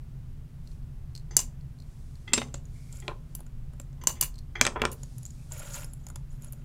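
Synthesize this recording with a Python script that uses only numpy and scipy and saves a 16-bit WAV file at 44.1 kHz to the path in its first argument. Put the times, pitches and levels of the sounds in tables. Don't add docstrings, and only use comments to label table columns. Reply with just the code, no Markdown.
import sys
import numpy as np
from scipy import signal
from scipy.fft import rfft, irfft, next_fast_len
from scipy.io import wavfile

SR = 44100
rng = np.random.default_rng(int(sys.argv[2]) if len(sys.argv) > 2 else 0)


def boost_factor(decibels):
    exponent = np.asarray(decibels, float) / 20
    return 10 ** exponent


def generate_wav(signal):
    frames = np.transpose(np.atleast_2d(signal))
    scaled = np.clip(frames, -1, 1) * 32767
    pcm = np.round(scaled).astype(np.int16)
    wavfile.write(sys.argv[1], SR, pcm)


N = 292956


def rms_one(x):
    return x / np.sqrt(np.mean(x ** 2) + 1e-20)


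def band(x, low_hz, high_hz):
    sos = signal.butter(2, [low_hz, min(high_hz, .45 * SR)], "band", fs=SR, output="sos")
    return signal.sosfilt(sos, x)


def ring(clicks, hz, t60):
    radius, angle = boost_factor(-60 / (t60 * SR)), 2 * np.pi * hz / SR
    return signal.lfilter([0, np.sin(angle)], [1, -2 * radius * np.cos(angle), radius ** 2], clicks + 1e-18)


def strokes(start_s, held_s, db, rise_db_per_s, fall_db_per_s):
    t, out = np.arange(N) / SR, np.zeros(N)
    for start, held, level_db, fall in np.broadcast(start_s, held_s, db, fall_db_per_s):
        near = slice(max(int((start - 1) * SR), 0), int((start + held + 1) * SR))
        before = np.maximum(start - t[near], 0)
        after = np.maximum(t[near] - start - held, 0)
        out[near] += boost_factor(level_db - rise_db_per_s * before - fall * after)
    return out


def grains(per_s, spread_db):
    sizes = boost_factor(spread_db * np.minimum(rng.exponential(1, N), 4)) * rng.choice([-1, 1], N)
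    return rms_one(sizes * (rng.random(N) < per_s / SR))


def clumps(low_per_s, high_per_s, depth_db):
    return rms_one(boost_factor(depth_db * rms_one(band(rng.standard_normal(N), low_per_s, high_per_s))))


# bass, low middle, treble, top [Hz]
CRACK_BAND_EDGES = (200, 1200, 4000, 9000, 15000)


def blows(events, modes, colour_db, rise_s, crack_s, touch_s, crack_db, ring_db, vary_db):
    rows = np.array(events, float)
    time_s, level, thud, edge = np.pad(rows, ((0, 0), (0, 4 - rows.shape[1]))).T
    at = np.round(time_s * SR).astype(int)
    bass_db, middle_db, top_db = colour_db
    levels_db = np.array([level + bass_db + thud,
                          level + middle_db + 0.72 * thud,
                          level,
                          level + top_db + edge])
    span = np.arange(1024)
    shape = (1 - np.exp(-span / (rise_s * SR))) * np.exp(-span / (crack_s * SR))
    cracks = rng.standard_normal((len(at), 1024)) * shape
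    strengths_db = vary_db * rng.standard_normal((len(at), len(modes)))
    lags = rng.random((len(at), len(modes))) * touch_s * SR
    out = np.zeros(N)
    for low, high, db in zip(CRACK_BAND_EDGES, CRACK_BAND_EDGES[1:], levels_db):
        train = np.full(N, 1e-18)
        np.add.at(train, at[:, None] + span, boost_factor(db + crack_db)[:, None] * cracks)
        even_out = np.sqrt(SR / 2 / (high - low))
        out += band(band(train, low, high), low, high) * even_out
    for k, (hz, mode_db, t60) in enumerate(modes):
        clicks = np.zeros(N)
        home = np.clip(np.searchsorted(CRACK_BAND_EDGES, hz) - 1, 0, 3)
        size = boost_factor(levels_db[home] + mode_db + ring_db + strengths_db[:, k])
        np.add.at(clicks, at + lags[:, k].astype(int), size)
        out += ring(clicks, hz, t60)
    return out


# (frequency [Hz], relative density [dB per Hz])
VENTILATION_SPECTRUM = [(8.8, -30.5), (15, -2.5), (75, 0), (92, -13.5), (135, 0), (176, -19), (243, -25),
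                        (265, -27.5), (449, -33.5), (490, -39.5), (535, -36.5), (3110, -49), (4290, -51.5),
                        (12000, -55), (16500, -58.5)]
# (frequency [Hz], width [Hz], rise or dip [dB])
LOW_ROOM_MODES = [(29.8, 66, 6), (58.6, 34, -8.5), (77, 3.5, 5), (120, 22, 1), (132, 4.4, -0.5),
                  (161, 10, 6), (199, 8.9, 0), (239.7, 14, 10), (256, 30, 2)]


def air():
    size = next_fast_len(N)
    hz = np.maximum(np.arange(size // 2 + 1) * SR / size, 1)
    points = np.array(VENTILATION_SPECTRUM)
    colour_db = np.interp(np.log(hz), np.log(points[:, 0]), points[:, 1])
    for centre_hz, width_hz, rise_db in LOW_ROOM_MODES:
        colour_db += rise_db / (1 + (2 * (hz - centre_hz) / width_hz) ** 2)
    noise = irfft(rfft(rng.standard_normal(size)) * boost_factor(colour_db), size)[:N]
    return boost_factor(-40) * rms_one(noise)


# (frequency [Hz], decay by 60 dB [s])
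REVERBERATION = [(250, 0.46), (1000, 0.14), (4000, 0.2), (12000, .12)]


def room(x):
    t, points, answer = np.arange(SR // 2) / SR, np.array(REVERBERATION), 0
    for hz in 150 * 2.0 ** np.arange(7):
        t60 = np.interp(np.log(hz), np.log(points[:, 0]), points[:, 1])
        answer = answer + band(rng.standard_normal(len(t)), hz, 2 * hz) * boost_factor(-60 * t / t60)
    answer *= 1 - np.exp(-t / 0.0025)
    unit_answer = answer / np.sqrt(np.sum(answer ** 2))
    return boost_factor(-14) * signal.fftconvolve(x, unit_answer)[:N]


def far_track(x):
    lead, size = round(.056 * SR), round(.011 * SR)
    smear = rms_one(rng.standard_normal(2048)[:size] * np.hanning(size)) / np.sqrt(size)
    early = np.append(signal.oaconvolve(x, smear, "same")[lead:], np.zeros(lead))
    return boost_factor(-16.5) * band(band(early, 250, 2100), 120, 7500)


# (start [s], held [s], level [dB])
BRUSH_STROKES = [(.7, .03, -70), (1.901, .38, -70.5), (2.75, 0.34, -65.5), (3.31, .02, -73.5),
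                 (3.75, 0.07, -78.5), (5.0, 0.49, -65.5)]


def brush():
    hiss = rms_one(band(rng.standard_normal(N), 3800, 10000))
    return strokes(*np.transpose(BRUSH_STROKES), rise_db_per_s=122.5, fall_db_per_s=203) * hiss


# (start [s], held [s], level [dB], frequency at the start [Hz], glide [Hz per s])
FINGER_SQUEAKS = [(2.76, 0.25, -66.5, 2220, 252), (5.372, 0.058, -70, 2400, 2020)]


def squeak():
    out, t = np.zeros(N), np.arange(N) / SR
    for start, held, db, hz, glide in FINGER_SQUEAKS:
        waver = rms_one(band(rng.standard_normal(N), 19.0, 130))
        tone = np.cos(2 * np.pi * (hz + glide * (t - start) / 2) * (t - start))
        out += strokes([start], held, db, rise_db_per_s=600, fall_db_per_s=600) * waver * tone
    return out


# (time [s], nominal level before colour and crack or ring gain [dB])
LEAD_TICKS = [(0.6729, -44.5), (0.7148, -51), (0.8274, -60), (1.1513, -34.5), (1.1613, -37),
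              (1.1757, -36.5), (1.1954, -48.5), (1.6094, -55), (1.7864, -53), (1.8008, -45.5),
              (1.8214, -50), (2.1545, -51), (4.3415, -47), (4.3564, -43.5), (4.3804, -46), (4.3869, -38.5),
              (4.3934, -51)]
# (frequency [Hz], relative level [dB], decay by 60 dB [s])
WIRE_MODES = [(4250, 2, .022), (4700, -2, .009), (5500, -8, .008), (7600, -10, .01), (10500, -6, .006),
              (13000, -6, .006)]


def wire_ticks():
    return blows(LEAD_TICKS, WIRE_MODES, colour_db=(-40, -23, -10), rise_s=.0006, crack_s=.003,
                 touch_s=.002, crack_db=-9, ring_db=-6, vary_db=2.0)


# (time [s], nominal 4-9 kHz level before crack or ring gain [dB],
# thud: bass against that [dB], edge: top octave against that [dB]), both before the colour
BOARD_NUDGES = [(2.5417, -28.5, 3.5, -18), (2.579, -52, -4, -14), (2.6541, -52, -20, -6),
                (2.9258, -37.5, -23, -4), (2.9703, -45.5, -20, -8), (3.0006, -44, -3, -3),
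                (3.3907, -53.5, 13.5, -10), (3.4044, -52, 16.5, 4), (3.465, -55, 9.5, 2),
                (3.7347, -58.5, 17, 3), (3.7988, -45.5, 14.5, 6), (3.8143, -47, -28, 2),
                (3.9287, -58, 7.5, -15), (4.9164, -35, -25, 4), (4.9284, -43.5, -27, 9),
                (5.0328, -35.5, -4, -6), (5.182, -41.5, -11, 7), (5.231, -47, -10, 1), (5.253, -44, -16, 3),
                (5.2622, -40.5, -25, -5), (5.3056, -45.5, -22, -5), (5.5205, -36.5, -16, -1),
                (5.5939, -39.5, -15.5, 6), (5.8197, -48, -2, 3), (5.8444, -40, 0, -0.5),
                (5.9344, -50, -6, 10.5), (6.0666, -38.5, 3, 0), (6.0858, -50.5, 9, 10),
                (6.1007, -48, 10.5, 6), (6.158, -36.5, 4, -1), (6.4214, -48.5, -12, 4), (6.4354, -56, 0, 9),
                (6.4452, -48, 6, 8.5), (6.5238, -48.5, -10, 22), (6.5314, -46, 2, 6)]
# (frequency [Hz], relative level [dB], decay by 60 dB [s])
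BOARD_MODES = [(577, -7, 0.056), (940, -12, 0.036), (1424, -8, 0.04), (2730, 0.5, 0.0033),
               (5220, -7.5, 0.017), (6150, -6, 0.018), (6875, 7, 0.022), (7580, 5, 0.018), (9600, 2, 0.016),
               (10580, 2.5, 0.015), (11460, -5.5, 0.02), (12480, -1.5, 0.0048), (14030, -12.5, 0.0078)]


def board_ticks():
    return blows(BOARD_NUDGES, BOARD_MODES, colour_db=(0, -4, -2), rise_s=0.0021, crack_s=0.0021,
                 touch_s=0.00052, crack_db=-2.5, ring_db=-10, vary_db=6.0)


# (start [s], held [s], level of the high part [dB], low part against that [dB])
BOARD_SLIDES = [(2.93, 0.057, -59.5, -2.5), (5.525, 0.18, -51.5, 1), (5.742, 0.027, -43.5, -3),
                (5.801, 0.034, -57, 4.5), (5.9, 0.15, -72.5, -7), (6.319, 0.033, -66.5, -2.5),
                (6.43, 0.049, -63.5, 1), (6.55, 0.12, -78, 7)]


def slide():
    catch = grains(per_s=3000.0, spread_db=4.0)
    swell = clumps(6.0, 50.0, depth_db=4.5)
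    rung = []
    for k, (hz, db, t60) in enumerate(BOARD_MODES):
        rung.append(boost_factor(db) * np.roll(swell, 7001 * k) * ring(np.roll(catch, 9001 * k), hz, t60))
    scrape = sum(np.roll(swell, hz) * band(np.roll(catch, hz), hz, 1.5 * hz) for hz in (3000, 4500, 6700, 10000))
    high = rms_one(sum(rung[4:])) + boost_factor(-4) * rms_one(scrape)
    low = boost_factor(-2.5) * rms_one(sum(rung[:4])) + boost_factor(-7) * rms_one(band(catch, 540, 2380))
    start, held, db, low_db = np.transpose(BOARD_SLIDES)
    rise, fall = 602, 301
    return strokes(start, held, db, rise, fall) * high + strokes(start, held, db + low_db, rise, fall) * low


# (frequency [Hz], relative level [dB], decay by 60 dB [s])
BENCH_MODES = [(248, -9, .1), (440, -3, .04), (600, -1, .03), (780, -8, .02), (1039, -5, .025),
               (1400, -6, .02), (1800, -6, .02), (2347, -2, .025), (2600, -6, .02), (3300, -2, .015),
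               (5000, -4, .015), (6449, -4, .015), (7284, -2, .015), (8156, -8, .012)]
# (start [s], held [s], level [dB], dying [dB per s])
BENCH_RATTLE = [(3.09, 0.0016, -38, 500), (4.618, .002, -35, 795.5), (4.652, 0.0036, -34, 336),
                (4.762, 0.012, -33, 1001), (4.821, 0.0014, -26.5, 303.5)]


def bench_rattle():
    touch = band(grains(per_s=900.0, spread_db=6.5), 370, 1600)
    rung = sum(boost_factor(db) * ring(touch, hz, t60) for hz, db, t60 in BENCH_MODES if 300 < hz < 3000)
    body = rms_one(rms_one(rung) + boost_factor(-2.5) * rms_one(band(touch, 550, 1300)))
    start, held, db, fall = np.transpose(BENCH_RATTLE)
    return strokes(start, held, db, 2496.5, fall) * body


# (time [s], nominal 4-9 kHz level before crack or ring gain [dB],
# thud: bass against that [dB], edge: top octave against that [dB])
KNOCKS = [(3.0802, -32, 8.5, -22.5), (4.612, -3, -8.5, -14), (4.6515, -17.5, -4.5, -20.5),
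          (4.6661, -9, -11, -30.5), (4.6741, -23.5, 0, -31.5), (4.818, -24.5, 14, -5),
          (4.852, -16.5, 2, -17)]


def bench_knocks():
    return blows(KNOCKS, BENCH_MODES, colour_db=(0, 7, 0), rise_s=.0001, crack_s=0.001,
                 touch_s=.001, crack_db=-3, ring_db=-10.5, vary_db=-1.5)


# (time [s], nominal 4-9 kHz level before crack or ring gain [dB],
# thud: bass against that [dB], edge: top octave against that [dB])
DROPS = [(2.3337, -8, -6, -19.5), (2.3774, -19.5, 4, -27), (2.4163, -36.5, 16, -11.5)]
# (frequency [Hz], relative level [dB], decay by 60 dB [s])
STEEL_MODES = [(245, 1, .13), (330, -8, .06), (420, -10, .04), (554, 1, .06), (1100, -10, .04),
               (2067, -6, .07), (2665, -10, .05), (3720, -8, .09), (5165, -12, .12), (6514, -6, .12),
               (7445, -6, .1), (8113, 2, .035), (9453, -6, .05)]


def steel_drops():
    return blows(DROPS, STEEL_MODES, colour_db=(0, 1.5, 0), rise_s=0.00069, crack_s=0.0045,
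                 touch_s=.00002, crack_db=-7.0, ring_db=-13, vary_db=6.5)


# (frequency [Hz], relative level [dB], decay by 60 dB [s])
CUTTER_MODES = [(930, -4, .03), (1040, 1, .035), (2905, -4, .045), (4700, -8, .012), (6200, 0, .015),
                (7036, -6, .03), (7400, 0, .012), (7623, -8, .035), (8592, -6, .01), (9600, -7, .014),
                (10900, -8, .014), (12340, -7, .014), (13000, -8, .014), (14600, -6, .012)]
# (start [s], held [s], level of the body [dB],
# finest treble against that [dB], dying [dB per s])
LEAD_SKITTER = [(1.376, 0.015, -35.5, -6, 422), (2.345, 0.034, -39.5, -21, 228.5),
                (2.547, 0.0021, -49.5, -22.5, 500), (3.358, 0.0023, -62.5, 4.5, 311),
                (4.077, 0.012, -40, -1.5, 376), (4.215, 0.022, -33, -3, 595.5),
                (4.922, 0.0027, -45, -2, 904)]


def skitter():
    bounce = grains(per_s=11000.0, spread_db=6.0) * clumps(60.0, 250.0, depth_db=4.0)
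    rung = sum(boost_factor(db) * ring(bounce, hz, t60) for hz, db, t60 in CUTTER_MODES if 2500 < hz < 9000)
    rattle = band(band(bounce, 1100, 9000), 380, 9500)
    body = rms_one(rms_one(rung) * boost_factor(3.5) + rms_one(rattle))
    chinks = sum(boost_factor(db) * ring(np.roll(bounce, hz), hz, t60) for hz, db, t60 in CUTTER_MODES if hz > 9000)
    top = rms_one(rms_one(chinks) + boost_factor(-2.5) * rms_one(band(bounce, 7700, 15500)))
    start, held, db, treble_db, fall = np.transpose(LEAD_SKITTER)
    rise, lingers_s = 3996.5, 0.0084
    return (strokes(start, held, db, rise, fall) * body
            + strokes(start, held + lingers_s, db + treble_db, rise, fall) * top)


# (time [s], nominal 4-9 kHz level before crack or ring gain
# [dB], # thud: bass against that [dB], edge: top octave against that [dB])
CUTTER_SNIPS = [(1.3666, -3, -33, -3.5), (1.391, -14.5, -17.5, -21), (1.4009, -21, -31, -13),
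                (3.3509, -34.5, -16.5, 11), (4.0372, -39.5, 4, 2.5), (4.0712, -6.5, -14, -9),
                (4.0904, -39.5, 9, -11), (4.1018, -39.5, 10, -7.5), (4.1264, -44, -4.5, -4),
                (4.2109, -14.5, -16.5, 9.5), (4.2254, -15.5, -15, -9.5), (4.2336, -23.5, -16, -11.5)]


def snips():
    return blows(CUTTER_SNIPS, CUTTER_MODES, colour_db=(0, -3, 0), rise_s=0.0005, crack_s=0.0036,
                 touch_s=0.00089, crack_db=-11.5, ring_db=-4.5, vary_db=-1.5)


def treble_width(hits, steady):
    flicker = rms_one(band(rng.standard_normal(N), 100, 900))
    hit_treble = band(band(hits, 10500, 17000), 10500, 17000)
    side = flicker * (boost_factor(-3) * hit_treble + boost_factor(-22) * band(steady, 4500, 16000))
    return band(band(side, 6000, 17000), 6000, 17000)


def scene():
    steady = air() + brush() + squeak()
    hits = wire_ticks() + board_ticks() + bench_knocks() + steel_drops() + skitter() + snips()
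    bench = hits + slide() + bench_rattle()
    wet = room(bench)
    early = far_track(hits + boost_factor(11.5) * wet)
    return bench + wet + early + steady + treble_width(hits, steady) * [[1], [-1]]


def roll_off(x):
    return signal.sosfilt(signal.butter(12, 16820, fs=SR, output="sos"), x)


def record(dry):
    dry = signal.sosfilt(signal.cheby2(10, 25, 16150, fs=SR, output="sos"), dry)
    mid = dry.mean(axis=0)
    overload = .95
    mix = dry - mid + overload * np.tanh(mid / overload)
    return roll_off(mix)


dry = scene()
out = record(dry)
generate_wav(out)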